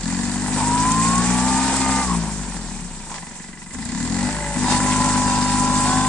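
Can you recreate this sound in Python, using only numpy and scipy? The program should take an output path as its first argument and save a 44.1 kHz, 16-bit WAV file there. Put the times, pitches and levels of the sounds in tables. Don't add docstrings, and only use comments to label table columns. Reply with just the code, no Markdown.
import sys
import numpy as np
from scipy import signal
from scipy.fft import rfft, irfft
from scipy.io import wavfile
from scipy.ndimage import uniform_filter1d

SR = 44100
rng = np.random.default_rng(int(sys.argv[2]) if len(sys.argv) > 2 else 0)


def dump(signal):
    limited = np.clip(np.atleast_2d(signal).T, -1, 1)
    pcm = np.round(limited * 32767).astype(np.int16)
    wavfile.write(sys.argv[1], SR, pcm)


N = 268128
T = np.arange(N) / SR
HZ = np.fft.rfftfreq(N, 1 / SR)
WORKING_SPEED = 50

CYLINDER_DB = [0.68, 0.039, -.2]
# middle in seconds, length in seconds, change in dB.
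EXHAUST_SWELLS = [(.03, 0.07, 7), (2.02, 0.048, -5.5), (2.14, 0.29, 7.5), (2.38, 0.16, 2),
                  (3.76, 0.065, -1.5), (3.95, .1, 0.5), (4.08, 0.18, 2.5), (4.25, 0.15, 1.5)]
# frequency in Hz, gain in dB.
PIPE_OPEN = [(30, -12), (65, -4), (100, -4.5), (122, -3), (138, -7.5), (152, -0.5), (166, 2), (182, 7),
             (205, -2.5), (232, 5), (258, 5), (285, -3), (335, -14.5), (420, -49.5), (700, -43)]
PIPE_COAST = [(30, -20.5), (70, -5.5), (110, -11.5), (140, -3), (172, 7), (202, 1.5), (238, 2), (272, -9),
              (310, -9.5), (400, -17.5), (700, -41)]
# level in dB coasting at working
# speed, dB added per doubling of speed, dB added by full throttle, dB added by full load.
THROB_LEVELS = (-34, -1.5, -6.5, 4)
EXHAUST_LEVELS = (-30.5, 10.5, 7, 2.5)

def exhaust(firings, speed, fuel, load):
    limp = .009 * np.sin(2 * np.pi * firings / len(CYLINDER_DB))
    ignition = firings + limp + .0035 * drift(40)
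    strength = amp(CYLINDER_DB)[ignition.astype(int) % len(CYLINDER_DB)]
    slowness = np.clip(2 - 2 * speed / WORKING_SPEED, 0, 1)
    push = amp(-6) * slowness * clicks(firings + .395, uneven_db=.5)
    pulses = steady(clicks(ignition, uneven_db=1.5) * strength + push) * amp(swells(EXHAUST_SWELLS))
    gas = steady(puffs(firings, decay_s=.024, base=.94, uneven_db=5.5) * noise())
    ragged = (1 - fuel) * np.interp(speed, [48, 60], [1, 0])
    flow = pulses + amp(-13.5 + 9.5 * ragged) * gas
    delay_s = .0055 * np.clip(HZ / 200, 0, 2)
    lag = 2 * np.pi * np.cumsum(delay_s) * SR / N
    flow = filtered(flow, np.exp(-1j * lag) * (HZ > 10))
    note = unit(fuel * ring(flow, curve(PIPE_OPEN)) + (1 - fuel) * ring(flow, curve(PIPE_COAST)))
    note += slowness * fuel * amp(-4) * resonance(flow, hz=208, width_hz=30)
    bass_db = -3 * np.clip((speed - 64.4) / 1.8, 0, 1)
    note += (amp(bass_db) - 1) * filtered(note, 1 / (1 + (HZ / 215) ** 20))
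    note *= amp(loudness(EXHAUST_LEVELS, np.minimum(speed, 51.7), fuel, load))
    throb = np.sqrt(2) * np.sin(2 * np.pi * firings) * amp(loudness(THROB_LEVELS, speed, fuel, load))
    throb /= 1 + (31.2 / speed) ** 6
    return stereo(throb - note)

# frequency in Hz, noise level in dB.
BLOCK_COLOUR = [(150, -1), (330, 0.5), (470, -2.5), (640, -2.5), (800, 3), (970, 5), (1200, -4),
                (1500, -2.5), (1800, -1.5), (2020, -4), (2250, -19), (3000, -10), (5000, -37.5)]
BLOCK_LEVELS = (-36, 9, 3.5, 4)

def block(firings, speed, fuel, load):
    shake = puffs(firings, decay_s=.0062, base=1, uneven_db=4)
    pair = [unit(ring(shake * noise(), curve(BLOCK_COLOUR))) for _ in range(2)]
    return amp(loudness(BLOCK_LEVELS, speed, fuel, load)) * stereo(*pair)

# frequency in Hz, noise level in dB.
CLATTER_COLOUR = [(1180, -40), (2000, -10), (2200, -7.5), (2410, -4), (2680, -10), (3300, -10), (3580, -7),
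                  (4090, -7), (5070, -4.5), (6740, -4), (7680, 2.5), (9330, -3.5), (9800, -17),
                  (10500, -16), (13600, -59), (22000, -120)]
# centre in Hz, width in Hz.
RATTLE_BANDS = [(2500, 820), (4600, 1240), (6600, 1300), (7800, 760), (9200, 1200)]
# pitch in Hz, width in Hz, level in dB.
COVER_NOTES = [(2707, 16, -4), (3695, 18, -3), (4292, 26, -5), (4897, 18, 1), (6407, 15, -5)]
CLATTER_LEVELS = (-33.5, 7, 2.5, 6)

def clatter(firings, speed, fuel, load, rattles_per_s=150):
    ticks = puffs(2 * firings, decay_s=.019, base=2.9, uneven_db=4)
    shares = np.array([np.exp(-((HZ - hz) / width) ** 2) + 1e-9 for hz, width in RATTLE_BANDS])
    colours = np.sqrt(shares / shares.sum(0)) * amp(curve(CLATTER_COLOUR))
    rattles = 0
    for colour in colours:
        strikes = np.cumsum(rng.random(N) < rattles_per_s / SR)
        flutter = amp(1.1 * drift(30))
        shake = (ticks + puffs(strikes, decay_s=.015, base=0, uneven_db=6.5)) * flutter
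        rattles += filtered(shake * rng.standard_normal((2, N)), colour)
    buzz = load * amp(-11 + 3 * drift(5))
    pair = [unit(rattle) + buzz * unit(ring(noise(), peaks(COVER_NOTES))) for rattle in rattles]
    return amp(loudness(CLATTER_LEVELS, speed, fuel, load)) * stereo(*pair)

# start, end, fade-in and fade-out in seconds,
# level in dB at working speed.
KNOCK_SPELLS = [(-.04, 0.41, .04, 0.47, -38), (3.098, 3.898, 0.043, 0.23, -33),
                (3.9, 4.804, 0.23, 1.1, -35.5)]
# pitch in Hz, width in Hz, level in dB.
KNOCK_NOTES = [(337, 103, -3.5), (990, 70, -0.5), (1440, 51, -13), (1750, 200, 1), (2006, 47, 7),
               (2640, 550, -8), (4030, 730, -14)]

def knock(firings, speed):
    level = spells(KNOCK_SPELLS, speed, db_per_doubling=11.5)
    pings = puffs(firings, decay_s=.008, base=.14, uneven_db=1.6)
    return level * stereo(*[steady(ring(pings * noise(), peaks(KNOCK_NOTES))) for _ in range(2)])

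RASP_SPELLS = [(-.04, 0.34, 0.035, 0.23, -35), (3.734, 4.226, 0.13, 0.25, -34)]
# frequency in Hz, noise level in dB.
RASP_COLOUR = [(1500, -34), (2800, -22), (3500, -2.5), (4600, 6), (6000, -5), (7600, 8.5), (8600, -16),
               (11000, -25)]

def rasp(firings, speed):
    level = spells(RASP_SPELLS, speed, db_per_doubling=8.5)
    spits = steady(puffs(firings, decay_s=.004, base=.3, uneven_db=2))
    return level * stereo(*[unit(ring(spits * noise(), curve(RASP_COLOUR))) for _ in range(2)])

# cycles per firing, level in dB.
CLIMB_TONES = [(18.53, -0.5), (17.53, -17), (24.72, -22)]
CREST_TONES = [(13.9, 0), (12.4, -7), (23.05, -17), (37.15, -17)]
TOP_TONES = [(32.05, 0)]
SLACK_TONES = [(18.53, 0)]
PICKUP_TONES = [(11.3, -2), (16.95, 0), (18.2, -8), (28.3, -11)]
HAUL_TONES = [(19.81, 1.3), (11.27, -18), (16, -10.5), (16.95, -15), (21.34, -11), (26.37, -18.5),
              (26.92, -18), (32, -18)]
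SHUDDER_TONES = [(16.9, 0)]
GEAR_SETS = {"climb": (CLIMB_TONES, .12, -20.5), "crest": (CREST_TONES, .24, -15.5),
             "top": (TOP_TONES, .3, -13), "slack": (SLACK_TONES, .5, -5),
             "pickup": (PICKUP_TONES, .35, -11), "haul": (HAUL_TONES, .12, -16),
             "shudder": (SHUDDER_TONES, .3, -9)}
# its name, then start, end, fade-in and fade-out in seconds,
# level in dB, change in dB per second.
GEAR_WHINES = [("climb", 0.558, 1.18, 0.2, 0.061, -17.5, -9.5),
               ("climb", 1.09, 1.59, 0.16, 0.2, -32.5, 1.6), ("climb", 1.68, 2.02, 0.29, 0.029, -29, 2.2),
               ("top", 1.64, 2.02, 0.22, 0.03, -38, 0), ("slack", 2.01, 2.12, 0.088, 0.051, -29, 0),
               ("crest", 0.99, 2.03, 0.52, 0.061, -28.5, 0), ("pickup", 2.1, 2.22, 0.13, 0.15, -41.5, -18),
               ("pickup", 4.004, 4.53, 0.43, 0.085, -37.5, 4), ("haul", 4.625, 6.2, 0.04, .1, -27.5, 1.6),
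               ("shudder", 4.69, 4.75, 0.018, .03, -32, 0), ("shudder", 4.96, 5.06, 0.056, 0.048, -36, 0)]

def gears(firings):
    shaft = firings + .0014 * np.sin(2 * np.pi * firings)
    voices = {name: whine(shaft, *gear_set) for name, gear_set in GEAR_SETS.items()}
    sound = 0
    for name, start, end, fade_in, fade_out, db, db_per_s in GEAR_WHINES:
        sound += voices[name] * held(start, end, fade_in, fade_out) * amp(db + db_per_s * (T - start))
    return stereo(sound)

# multiple of the pitch, level in dB.
SQUEAL_PARTIALS = [(1, 4.5), (2, -0.5), (4.5, -6.5)]

def squeal(start_s=5.845, from_hz=712, to_hz=785, glide_s=.09, fade_in_s=.058):
    age = np.maximum(T - start_s, 0)
    hz = to_hz + (from_hz - to_hz) * np.exp(-age / glide_s)
    level = np.minimum(age / fade_in_s, 1) * amp(-33 - 12 * age)
    return stereo(level * whine(np.cumsum(hz) / SR, SQUEAL_PARTIALS, wobble=.29, fuzz_db=-29))

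# middle in seconds, length in seconds, level in dB, pitch in Hz.
CHATTER_BURSTS = [(0.605, 0.067, -23, 946), (1.41, 0.03, -35, 916), (1.565, .07, -29.5, 877),
                  (2.129, 0.074, -25.5, 995), (2.281, 0.038, -33, 950), (3.157, 0.076, -42.5, 990),
                  (4.69, 0.12, -32, 895), (4.884, 0.048, -29, 870), (5.047, 0.1, -29.5, 870)]

def gear_chatter(firings):
    knocks = puffs(firings, decay_s=.021, base=.89, uneven_db=7.5) * noise()
    sound = 0
    for middle, length, db, hz in CHATTER_BURSTS:
        housing = steady(resonance(knocks, hz, width_hz=230), samples=2000)
        sound += amp(db) * bump(middle, length) * housing
    return stereo(sound)

# start in seconds, ring level in dB, ring pitch in Hz, crack level in dB.
HITCH_BLOWS = [(3.097, -43, 980, -37), (3.116, -29.5, 970, -34.5), (3.142, -41, 1070, -29),
               (3.157, -34, 950, -30.5), (3.179, -38, 990, -34), (3.226, -34, 950, -45),
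               (4.714, -24, 1040, -23.5), (4.721, -24, 853, -26), (4.746, -30, 1010, -29)]
# frequency in Hz, noise level in dB.
CRACK_COLOUR = [(250, -11), (900, 2), (1600, -5), (2600, -1), (4000, -2.5), (8000, -6), (11000, -22)]

def hitch():
    rings = cracks = 0
    for start, ring_db, hz, crack_db in HITCH_BLOWS:
        steel = steady(resonance(noise(), hz, width_hz=200), samples=600)
        rings += amp(ring_db) * struck(start, decay_s=.012) * steel
        cracks += amp(crack_db) * struck(start, decay_s=.0074)
    pair = [cracks * unit(ring(noise(), curve(CRACK_COLOUR))) for _ in range(2)]
    return stereo(rings) + stereo(*pair)

# start in seconds, level in dB.
STALK_SNAPS = [(0.919, -15.5), (1.0866, -19.5), (1.157, -18), (1.18, -16), (3.818, -34), (3.852, -24),
               (4.0286, -28), (4.1239, -32), (4.1687, -29), (4.191, -24), (4.8303, -21), (5.044, -16)]

def stalks():
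    snaps = sum(amp(db) * struck(start, decay_s=.003) for start, db in STALK_SNAPS)
    return stereo(*[snaps * resonance(noise(), hz=7700, width_hz=2800) for _ in range(2)])

def lurch():
    level = amp(-40) * held(start=3.725, end=3.86, fade_in=.015, fade_out=.2)
    return stereo(level * resonance(noise(), hz=85, width_hz=150))

def breeze(corner_hz=80):
    level = amp(-51 + .89 * drift(2))
    return stereo(level * unit(filtered(noise(), HZ / (HZ + 25) / (1 + (HZ / corner_hz) ** 2))))

def amp(db):
    return 10 ** (np.asarray(db) / 20)

def unit(x):
    return x / np.sqrt(np.mean(x ** 2) + 1e-20)

def steady(x, samples=6000):
    return x / np.sqrt(uniform_filter1d(x ** 2, samples) + 1e-12)

def noise():
    return rng.standard_normal(N)

def filtered(x, gain):
    return irfft(rfft(x) * gain, N)

def drift(rate_hz):
    return unit(filtered(noise(), 1 / (1 + (HZ / rate_hz) ** 4)))

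def curve(points):
    hz, value = np.transpose(points)
    return np.interp(np.log(HZ + 1), np.log(hz + 1), value)

def peaks(notes):
    power = sum(amp(2 * db) / (1 + ((HZ - hz) / width) ** 2) ** 2 for hz, width, db in notes)
    return 10 * np.log10(power + 1e-9)

def ring(x, gain_db):
    log_gain = np.log(amp(np.r_[gain_db, gain_db[-2:0:-1]]))
    phase = -signal.hilbert(log_gain).imag[:len(HZ)]
    return filtered(x, amp(gain_db) * np.exp(1j * phase))

def resonance(x, hz, width_hz):
    return unit(filtered(x, 1 / (1 + 2j * (HZ - hz) / width_hz) ** 2))

def clicks(count, uneven_db):
    fired = np.diff(np.floor(count), prepend=0) > 0
    return fired * amp(uneven_db * np.clip(noise(), -2, 2))

def puffs(count, decay_s, base, uneven_db):
    return base + signal.lfilter([1], [1, -np.exp(-1 / (decay_s * SR))], clicks(count, uneven_db))

def whine(cycles, tones, wobble, fuzz_db):
    sound = 0
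    for multiple, db in tones:
        blur = 1 + amp(fuzz_db) * (drift(49) + 1j * drift(95))
        waver_db = np.clip(-db / 5, 0, 2.5) * drift(3)
        phase = 2 * np.pi * multiple * cycles + wobble * drift(12)
        sound += amp(db + waver_db) * (blur * np.exp(1j * phase)).real
    return np.sqrt(2) * sound

def held(start, end, fade_in, fade_out):
    return np.clip((T - start) / fade_in, 0, 1) * np.clip(1 - (T - end) / fade_out, 0, 1)

def struck(start, decay_s):
    return (T >= start) * np.exp(-abs(T - start) / decay_s)

def bump(middle, length):
    return np.exp(-(2 * (T - middle) / length) ** 2)

def swells(rows):
    return sum(db * bump(middle, length) for middle, length, db in rows)

def spells(rows, speed, db_per_doubling):
    level = sum(amp(db) * held(*timing) for *timing, db in rows)
    return level * amp(db_per_doubling * np.log2(speed / WORKING_SPEED))

def loudness(levels, speed, fuel, load):
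    db, doubling_db, fuel_db, load_db = levels
    return db + doubling_db * np.log2(speed / WORKING_SPEED) + fuel_db * fuel + load_db * load

# frequency in Hz, left minus right in dB.
SIDE_BALANCE = [(60, 4.5), (89, 6), (130, 4), (200, 5.5), (290, 4.5), (440, 2.5), (650, 1.5), (960, 1.5),
                (1430, 0), (2130, -2.5), (3160, 1), (4700, 1), (6980, -8.5), (10400, 9.5)]
# frequency in Hz, likeness from 0 to 1.
SIDE_LIKENESS = [(60, 0.25), (130, 0.35), (260, 0.95), (550, 0.97), (1140, 0.97), (2380, 0.55),
                 (4970, 0.042), (10400, 0.64)]
# frequency in Hz, lead in radians.
LEFT_LEAD = [(50, 0), (250, .08), (600, .12), (1000, .45), (2000, .3), (2700, 1.3), (4400, 1.2),
             (9000, 1.5)]

def stereo(direct, scattered=None):
    left = right = rfft(direct)
    if scattered is not None:
        likeness = curve(SIDE_LIKENESS)
        right = likeness * left + np.sqrt(1 - likeness ** 2) * rfft(scattered)
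    side = amp(curve(SIDE_BALANCE) / 2) * np.exp(.5j * curve(LEFT_LEAD))
    return irfft(np.array([left * side, right / side]), N)

# time in seconds, firings a second.
ENGINE_SPEED = [(0.0, 41.56), (0.2, 46.91), (0.64, 50.54), (0.95, 55.72), (1.59, 65.36), (1.76, 66.23),
                (2.01, 64.81), (2.1, 59.6), (2.28, 52.2), (2.51, 45.2), (2.82, 35.8), (3.22, 23.2),
                (3.68, 22.4), (3.86, 30), (4.0, 39), (4.16, 46), (4.33, 52.7), (4.65, 49.1), (4.79, 50.35),
                (5.02, 50.95), (5.23, 49.95), (5.38, 49.8), (6.08, 51.6)]
# start, end and closing time in seconds.
THROTTLE_OPEN = [(.05, 1.95, 0.12), (3.7, 4.3, 0.04), (4.53, 6.2, .1)]
# start and end in seconds,
# load from 0 to 1, load lost per second. The middle row adds no load.
LOAD_SPELLS = [(.42, 2.135, 0.7, 0.18), (3.698, 3, 0, 0.073), (4.52, 6.2, 1, 0.14)]
# middle in seconds, length in seconds, boost in dB.
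RUT_JOLTS = [(3.14, 0.21, 5), (3.342, 0.19, 3.5), (3.745, 0.02, 5.5), (4.73, 0.05, 3.5)]

def scene():
    speed = np.interp(T, *np.transpose(ENGINE_SPEED))
    fuel = sum(held(start, end, .036, closing) for start, end, closing in THROTTLE_OPEN)
    fuel = np.clip(fuel, 0, 1)
    load = sum(held(start, end, .17, .097) * (weight - easing * (T - start))
               for start, end, weight, easing in LOAD_SPELLS)
    firings = .64 + np.cumsum(speed * (1 + .002 * drift(15))) / SR
    jolts = amp(swells(RUT_JOLTS))
    engine = exhaust(firings, speed, fuel, load) + jolts * block(firings, speed, fuel, load)
    engine += knock(firings, speed) + rasp(firings, speed)
    engine += jolts * clatter(firings, speed, fuel, load)
    drive_train = gears(firings) + squeal() + gear_chatter(firings)
    return engine + drive_train + hitch() + stalks() + lurch() + breeze()

def record(dry, cutoff_hz=10100):
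    low_pass = signal.firwin(255, cutoff_hz, window=("kaiser", 9), fs=SR)
    return signal.oaconvolve(dry, low_pass[None], "same")

dry = scene()
out = record(dry)
dump(out)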